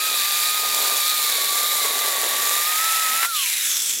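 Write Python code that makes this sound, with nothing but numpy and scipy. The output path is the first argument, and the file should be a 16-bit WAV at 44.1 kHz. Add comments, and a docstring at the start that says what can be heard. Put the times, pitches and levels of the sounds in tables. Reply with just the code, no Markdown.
"""A motor whine over a clattering chain: an electric chainsaw is cutting a log on a lawn, close by.
The whine sags under load, the links strike sprocket and bar, and the cutters chop and rasp
through the wood, the cut singing lower as it deepens. The last fibres crack, the trigger is
let go, and the loose chain rattles and slaps the bar as the motor winds down.
A soft garden background with a far hum lies underneath."""
import sys
import numpy as np
from scipy import signal
from scipy.fft import rfft, irfft, next_fast_len
from scipy.io import wavfile

SR = 44100
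rng = np.random.default_rng(int(sys.argv[2]) if len(sys.argv) > 2 else 0)


def bounce(signal):
    """Save signal as a 16-bit WAV file at the path given by the first command-line argument."""
    frames = np.transpose(np.atleast_2d(signal))
    limited = np.clip(frames, -1, 1)
    pcm = np.round(limited * 32767).astype(np.int16)
    wavfile.write(sys.argv[1], SR, pcm)


N = 176400
T = np.arange(N) / SR


def from_db(db):
    """Decibels to gain."""
    return 10 ** (np.asarray(db) / 20)


def rms_one(x):
    """Scale to unit power."""
    return x / np.sqrt(np.mean(x ** 2) + 1e-20)


def curves(rows):
    """One automation curve for each column after time_s."""
    time_s, *columns = np.transpose(rows)
    return [np.interp(T, time_s, column) for column in columns]


def swell(peak_s, half_width_s):
    """A bell-shaped fade in and out."""
    return np.exp(-((T - peak_s) / half_width_s) ** 2)


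def drift(rate_hz):
    """Smooth random modulation, rms about 1."""
    step, settle = 20, 2000
    pole = np.exp(-2 * np.pi * step * rate_hz / SR)
    white = rng.standard_normal(N // step + settle + 2)
    slow = signal.lfilter([1], [1, -2 * pole, pole * pole], white)[settle:]
    return np.interp(np.arange(N) / step, np.arange(len(slow)), rms_one(slow))


def equalise(x, eq):
    """Minimum-phase EQ: nothing rings ahead of a hit."""
    size = next_fast_len(N + SR // 10, True) // 2 * 2
    hz, db = np.transpose(eq)
    bin_hz = np.arange(size // 2 + 1) * SR / size
    gain = from_db(np.interp(np.log(bin_hz + 1), np.log(hz), db))
    cepstrum = irfft(np.log(gain))
    cepstrum[1:size // 2] *= 2
    cepstrum[size // 2 + 1:] = 0
    return irfft(rfft(x, size) * np.exp(rfft(cepstrum)), size)[..., :N]


def noise():
    """Two unrelated white noises: the direct sound and what the surroundings scatter."""
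    return rng.standard_normal((2, N))


def band(centre_hz, width_hz):
    """Noise in a resonance whose centre may glide; rms 1."""
    lowpass = signal.butter(2, width_hz / 2, fs=SR, output="sos")
    carrier = np.exp(2j * np.pi * np.cumsum(centre_hz + np.zeros(N)) / SR)
    return rms_one(np.real(signal.sosfilt(lowpass, noise() + 1j * noise()) * carrier))


def decays(clicks, decay_s):
    """Every click starts an exponential decay."""
    return signal.lfilter([1], [1, -np.exp(-1 / (decay_s * SR))], clicks + 1e-18)


def knocks(triggers, spread_db, decay_s):
    """Envelope of contacts of uneven strength; rms 1."""
    strength = from_db(spread_db * np.clip(rng.standard_normal(N), -2.2, 2.2))
    return rms_one(decays(triggers * strength, decay_s))


def bursts(cues, eq, decay_s):
    """A sharp, dying burst of shaped noise on each cue."""
    clicks = np.zeros(N)
    for start_s, level_db in cues:
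        clicks[int(start_s * SR)] += from_db(level_db)
    grit = noise()
    return equalise(grit * decays(clicks, decay_s), eq) / np.std(equalise(grit[0], eq))


# outdoor bed, tone: freq_hz, gain_db
GARDEN_EQ = [(25,-34),(70,-17),(130,-6.5),(300,5),(550,-3.5),(680,-13),(16000,-15)]
# its fader: time_s, level_db
GARDEN_FADER = [(0,-54),(3.3,-76),(3.7,-54),(4,-49)]
# far hum: pitch_hz, level_db
FAR_HUM = [(274.5, -68.5), (366.1, -64), (554.5, -63)]

def garden():
    """Soft outdoor background with a far hum."""
    hum = sum(from_db(db) * band(hz, width_hz=6.5) for hz, db in FAR_HUM)
    return from_db(curves(GARDEN_FADER)[0]) * rms_one(equalise(noise(), GARDEN_EQ)) + hum


# faint low swells: peak_s, level_db
LOW_SWELLS = [(.68,-58),(2.41,-54.5),(3.13,-54)]

def low_tones():
    """Brief low tones during the cut, each sagging in pitch."""
    pitch_hz, sag_hz_per_s = 240, 170
    tones = np.zeros(N)
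    for peak_s, db in LOW_SWELLS:
        cycles = np.cumsum(pitch_hz - sag_hz_per_s * (T - peak_s)) / SR
        tones += from_db(db) * swell(peak_s, half_width_s=.065) * np.sin(2 * np.pi * cycles)
    return np.sqrt(2) * tones


# splintering hits: start_s, level_db
CRACK_CUES = [(3.222,-22),(3.2285,-17),(3.2325,-18),(3.2375,-15),(3.2445,-21),(3.248,-19),(3.254,-21)]
# their woody snap: freq_hz, gain_db
CRACK_EQ = [(30,-63),(700,-9),(1200,6),(2000,5.5),(3000,-2),(5000,-31)]

def fibre_cracks():
    """The last fibres snap in a quick cluster."""
    return bursts(CRACK_CUES, CRACK_EQ, decay_s=.0019)


# chain hits on the bar: start_s, level_db
SLAP_CUES = [(.1,-20),(.968,-18),(1.063,-17),(1.291,-19),(1.99,-18),(2.42,-20),(2.842,-19),(3.499,-19),(3.537,-22),(3.649,-22),(3.714,-19),(3.756,-20),(3.769,-18),(3.802,-21),(3.821,-22),(3.905,-19)]
# their metallic click: freq_hz, gain_db
SLAP_EQ = [(30,-75),(800,-34),(1500,-3),(2600,-13),(3600,9),(4700,-1.5),(7300,5.5),(9000,-6),(12500,1),(16000,-11)]

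def chain_slaps():
    """The chain slaps the bar, most often once it is slack."""
    return bursts(SLAP_CUES, SLAP_EQ, decay_s=.0033)


# loose chain mix: time_s, rattle_db, high_rings_db, bar_ring_db
LOOSE_FADERS = [(3.285,-32.5,-56,-44),(3.36,-24.5,-37,-33.5),(3.45,-22.5,-34,-35),(3.56,-23,-36,-33),(3.68,-21.5,-29.5,-29.5),(3.76,-23.5,-30.5,-33),(3.83,-25,-28.5,-33),(3.9,-23,-28.5,-32),(3.95,-25,-31.5,-31.5),(4,-27,-28,-35)]
# bright rattle: freq_hz, gain_db
RATTLE_EQ = [(30,-77),(800,-30),(1300,-8),(1700,-6),(2300,-0.5),(4000,-1),(4700,-2),(5500,-1),(7500,0.5),(9000,-1),(10400,4),(11500,0.5),(12600,1.5),(14200,-4.5),(16000,-6.5)]
# high rings: pitch_hz, width_hz
HIGH_RINGS = [(5900,1250),(7550,870)]
# the bar's sinking ring: time_s, pitch_hz
BAR_GLIDE = [(3.3,4105),(3.52,3985),(3.72,3460),(4,3390)]
# sprocket swish: time_s, level_db
SWISH_FADER = [(3.28,-50),(3.35,-33),(3.4,-24.5),(3.48,-30.5),(3.65,-34.5),(3.8,-47.5),(4,-58)]
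# gear whirrs: whine_multiple, peak_s, level_db
GEAR_WHIRRS = [(10.7,3.73,-28),(18.7,3.895,-26.5)]

def loose_chain(whine_hz, links):
    """Out of the wood the chain rattles and rings ever more unevenly; sprocket and gear whirr down."""
    rattle_db, rings_db, bar_db = curves(LOOSE_FADERS)
    slack = np.clip(1 - whine_hz / POWER_OFF_HZ, 0, 1)
    strikes = knocks(links, spread_db=3.0, decay_s=.0051)
    force = (.82 + .5 * strikes) / 1.255 * from_db(1.37 * slack * drift(50))
    rattle = from_db(rattle_db) * rms_one(equalise(noise() * force, RATTLE_EQ))
    rings = from_db(rings_db) * sum(band(hz, width_hz) for hz, width_hz in HIGH_RINGS)
    bar = from_db(bar_db) * band(curves(BAR_GLIDE)[0], width_hz=360)
    swish = from_db(curves(SWISH_FADER)[0]) * band(2.7 * whine_hz, width_hz=720)
    whirrs = sum(from_db(db) * swell(peak_s, half_width_s=.075) * band(multiple * whine_hz, width_hz=750)
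                 for multiple, peak_s, db in GEAR_WHIRRS)
    return (rattle + force * (rings + bar + swish + whirrs)) * (T > POWER_OFF_S)


def in_wood():
    """Gate: open during the cut, closing fast as the log gives."""
    log_gives_s, release_db_per_s = 3.25, 600
    return from_db(-release_db_per_s * np.maximum(T - log_gives_s, 0))


# the cutters' bite, before trims: time_s, chop_db, rasp_db
BITE_FADERS = [(0,-43.5,-38),(.15,-37.5,-35),(.35,-50.5,-32.5),(.65,-39.5,-35.5),(.93,-34,-35),(1.1,-46,-38),(1.36,-37,-37),(1.75,-38,-43),(1.86,-32.5,-35.5),(2.3,-33.5,-32.5),(2.6,-37.5,-32.5),(2.85,-53,-30.5),(3.2,-47.5,-30)]
# hollow chop: freq_hz, gain_db
CHOP_EQ = [(30,-56),(100,-43),(225,-14.5),(300,-11.5),(420,1),(680,0),(1000,-2),(1500,-6.5),(4000,-26),(16000,-72)]
# midrange rasp: freq_hz, gain_db
RASP_EQ = [(30,-103),(800,-4.5),(1400,-10),(1800,-1.5),(2400,1),(3000,-4),(5000,-12.5),(16000,-36)]
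# the cut sings lower as it deepens: time_s, pitch_hz, level_db, overtone_db
KERF_SONG = [(0,2476,-32,-37),(.55,2475,-41,-35.5),(.95,2390,-37,-35),(1.7,2133,-37,-36),(2.3,1868,-39.5,-43),(2.9,1877,-36.5,-36.5),(3.2,1952,-34,-37)]
# big chips tearing out: start_s, level_db
CHIP_CUES = [(1.381,-31),(1.405,-32),(2.361,-31),(2.519,-31)]

def cutters(links):
    """Cutters chop out chips, rasp along the kerf and make it sing until the log gives way."""
    chops_per_s, chop_trim_db, rasp_trim_db = 260, -1.5, -1
    chop_db, rasp_db = curves(BITE_FADERS)
    kerf_hz, kerf_db, overtone_db = curves(KERF_SONG)
    bites = knocks(rng.random(N) < chops_per_s / SR, spread_db=1.5, decay_s=.00065)
    chop = from_db(chop_db + chop_trim_db) * rms_one(equalise(noise() * (.92 + bites), CHOP_EQ))
    scrape = noise() * (.7 + knocks(links, spread_db=3.5, decay_s=.0028))
    rasp = from_db(rasp_db + rasp_trim_db) * rms_one(equalise(scrape, RASP_EQ))
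    song = from_db(kerf_db) * band(kerf_hz, width_hz=190)
    overtone = from_db(overtone_db) * band(1.87 * kerf_hz, width_hz=380)
    big_chips = bursts(CHIP_CUES, CHOP_EQ, decay_s=.004)
    return in_wood() * (chop + rasp + song + overtone) + big_chips


# working chain mix: time_s, clatter_db, bar_ring_db
CHAIN_FADERS = [(0,-24,-30),(.35,-23,-28.5),(.66,-23.5,-30),(.77,-22.7,-28),(1.15,-23,-28),(1.75,-22.5,-29.5),(2.6,-22.7,-32),(3.258,-22.5,-37.5),(3.285,-32,-38),(3.42,-46,-60),(3.6,-80,-82)]
# broad, bright clatter: freq_hz, gain_db
CLATTER_EQ = [(30,-64),(100,-34.5),(230,-21),(600,-12),(1400,-6),(2300,-3.5),(2900,-5),(4600,-1.5),(5200,-0.5),(6400,-2),(7150,3),(8200,-1),(11000,1),(13500,-.5),(16000,-5.5)]
# the bar's ring: freq_hz, gain_db
BAR_EQ = [(30,-73),(2000,-45.5),(3000,-18),(3450,-2),(3900,0.5),(4250,-6.5),(4600,-5),(5100,-41.5),(16000,-58)]
# narrow modes of the saw, relative to the clatter: pitch_hz, gain_db
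SAW_RESONANCES = [(1610,-26),(1710,-28),(1820,-23.5),(3700,-21.5),(3975,-17.5),(6710,-21),(9460,-24)]

def chain_in_cut(links):
    """Links strike sprocket and bar and set the saw ringing; stray chips tick in between."""
    chips_per_s = 170
    clatter_db, ring_db = curves(CHAIN_FADERS)
    chips = knocks(rng.random(N) < chips_per_s / SR, spread_db=1.0, decay_s=.00062)
    strikes = knocks(links, spread_db=0.0, decay_s=.002)
    force = np.sqrt(1 + from_db(-5) * strikes ** 2 + from_db(-12) * chips ** 2)
    clatter = rms_one(equalise(noise() * force * from_db(.62 * drift(10.5)), CLATTER_EQ))
    modes = sum(from_db(db) * band(hz, width_hz=45) for hz, db in SAW_RESONANCES)
    ring = rms_one(equalise(noise() * (.91 + strikes) * from_db(.84 * drift(18)), BAR_EQ))
    return from_db(clatter_db) * (clatter + modes * rms_one(force)) + from_db(ring_db) * ring


# the whine under power, up to the trigger release: time_s, pitch_hz, level_db
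POWERED_WHINE = [(0,1242,-32),(.07,1281,-32),(.2,1183,-33.5),(.55,1243,-31),(1.0,1187,-31),(1.11,1250,-31),(1.28,1180,-32.5),(1.37,1123,-35),(1.57,1177,-30.5),(1.7,1211,-31),(1.9,1117,-35),(2.01,1198,-32),(2.14,1132,-34),(2.33,1147,-32),(2.55,1183,-29.5),(2.73,1235,-28.5),(2.87,1320,-26.5),(3.12,1272,-27.5),(3.22,1335,-27.5),(3.285,1404,-30)]
POWER_OFF_S, POWER_OFF_HZ = POWERED_WHINE[-1][:2]

def motor_pitch():
    """The whine's pitch in Hz: it sags under load, then runs down under drag and dry friction."""
    coast_s, friction_hz, jitter = .595, 150, .007
    powered_hz, _ = curves(POWERED_WHINE)
    run_down = np.exp(-np.maximum(T - POWER_OFF_S, 0) / coast_s)
    return ((powered_hz + friction_hz) * run_down - friction_hz) * (1 + jitter * drift(30))


# partials of chain, motor and gear, relative to the whine: whine_multiple, gain_db
WHINE_PARTIALS = [(1.473,-17),(1.964,-15),(3.928,-19)]
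# thin whistle on the whine's 11th and 12th multiples: time_s, gain_db
WHISTLE_FADER = [(.1,-50),(.19,-36.5),(.55,-41),(.75,-37),(1.15,-36),(1.47,-41),(1.72,-35),(1.9,-45),(2.0,-33),(2.15,-50),(2.4,-37),(2.68,-32),(2.87,-48)]

def motor_whine(whine_hz, cycles):
    """The whine throbs with each lap of the loaded chain; partials and a whistle flicker around it."""
    laps_per_cycle, lap_swing_db, flutter_db = .0117, 1.7, 2.0
    idle_chop_db, loaded_chop_db = -56, -39
    hold_s, fade_db_per_s = .072, 153  # once the power is off
    _, level_db = curves(POWERED_WHINE)
    chop_db, _ = curves(BITE_FADERS)
    bite = (chop_db - idle_chop_db) / (loaded_chop_db - idle_chop_db)
    load = np.clip(bite, 0, 1.15) ** 2 * (T < POWER_OFF_S)
    throb_db = lap_swing_db * np.sin(2 * np.pi * laps_per_cycle * cycles) + flutter_db * drift(57)
    fade_db = fade_db_per_s * np.maximum(T - POWER_OFF_S - hold_s, 0)
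    gain = np.sqrt(2) * from_db(level_db + load * (throb_db - 1) - fade_db)
    tones = np.sin(2 * np.pi * cycles)
    for multiple, db in WHINE_PARTIALS:
        flicker_db = 3.5 * np.tanh(drift(8.8))
        phase = 2 * np.pi * multiple * cycles + abs(multiple - 1) * .68 * drift(22)
        tones += in_wood() * from_db(db + flicker_db) * np.sin(phase)
    whistle_db = curves(WHISTLE_FADER)[0] + 1.5 * drift(7.4)
    whistle = from_db(1.5) * band(11 * whine_hz, width_hz=130)
    whistle += from_db(-6) * band(12 * whine_hz, width_hz=130)
    return gain * tones + in_wood() * from_db(whistle_db) * whistle


def link_strikes(cycles):
    """One trigger per passing chain link, geared to the motor with slightly loose timing."""
    links_per_cycle = .18
    links_passed = np.floor(links_per_cycle * cycles + .2 * drift(35))
    return np.diff(links_passed, prepend=0) > 0


# stereo width, side relative to mid: freq_hz, gain_db
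SIDE_EQ = [(30,-18),(100,-12),(200,-3),(550,-7.5),(900,-13),(1200,-17),(1500,-29),(2800,-36),(4500,-30),(6500,-17),(9000,-12),(13000,-7)]

def scene():
    """The saw sits in the middle; scattered sound widens the bass and the top."""
    low_cut_hz, pan_right_db = 155, .2
    whine_hz = motor_pitch()
    cycles = np.cumsum(whine_hz) / SR
    links = link_strikes(cycles)
    saw = motor_whine(whine_hz, cycles) + chain_in_cut(links) + cutters(links)
    saw += loose_chain(whine_hz, links) + low_tones()
    saw = signal.sosfilt(signal.butter(4, low_cut_hz, "high", fs=SR, output="sos"), saw)
    mid, scattered = saw + fibre_cracks() + chain_slaps() + garden()
    side = equalise(scattered, SIDE_EQ)
    return np.array([mid + side, mid - side]) * from_db([[-pan_right_db], [pan_right_db]])


def record(dry):
    """A steep high cut takes off the very top."""
    high_cut_hz = 15850
    return signal.sosfilt(signal.ellip(16, .1, 90, high_cut_hz, fs=SR, output="sos"), dry)


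dry = scene()
out = record(dry)
bounce(out)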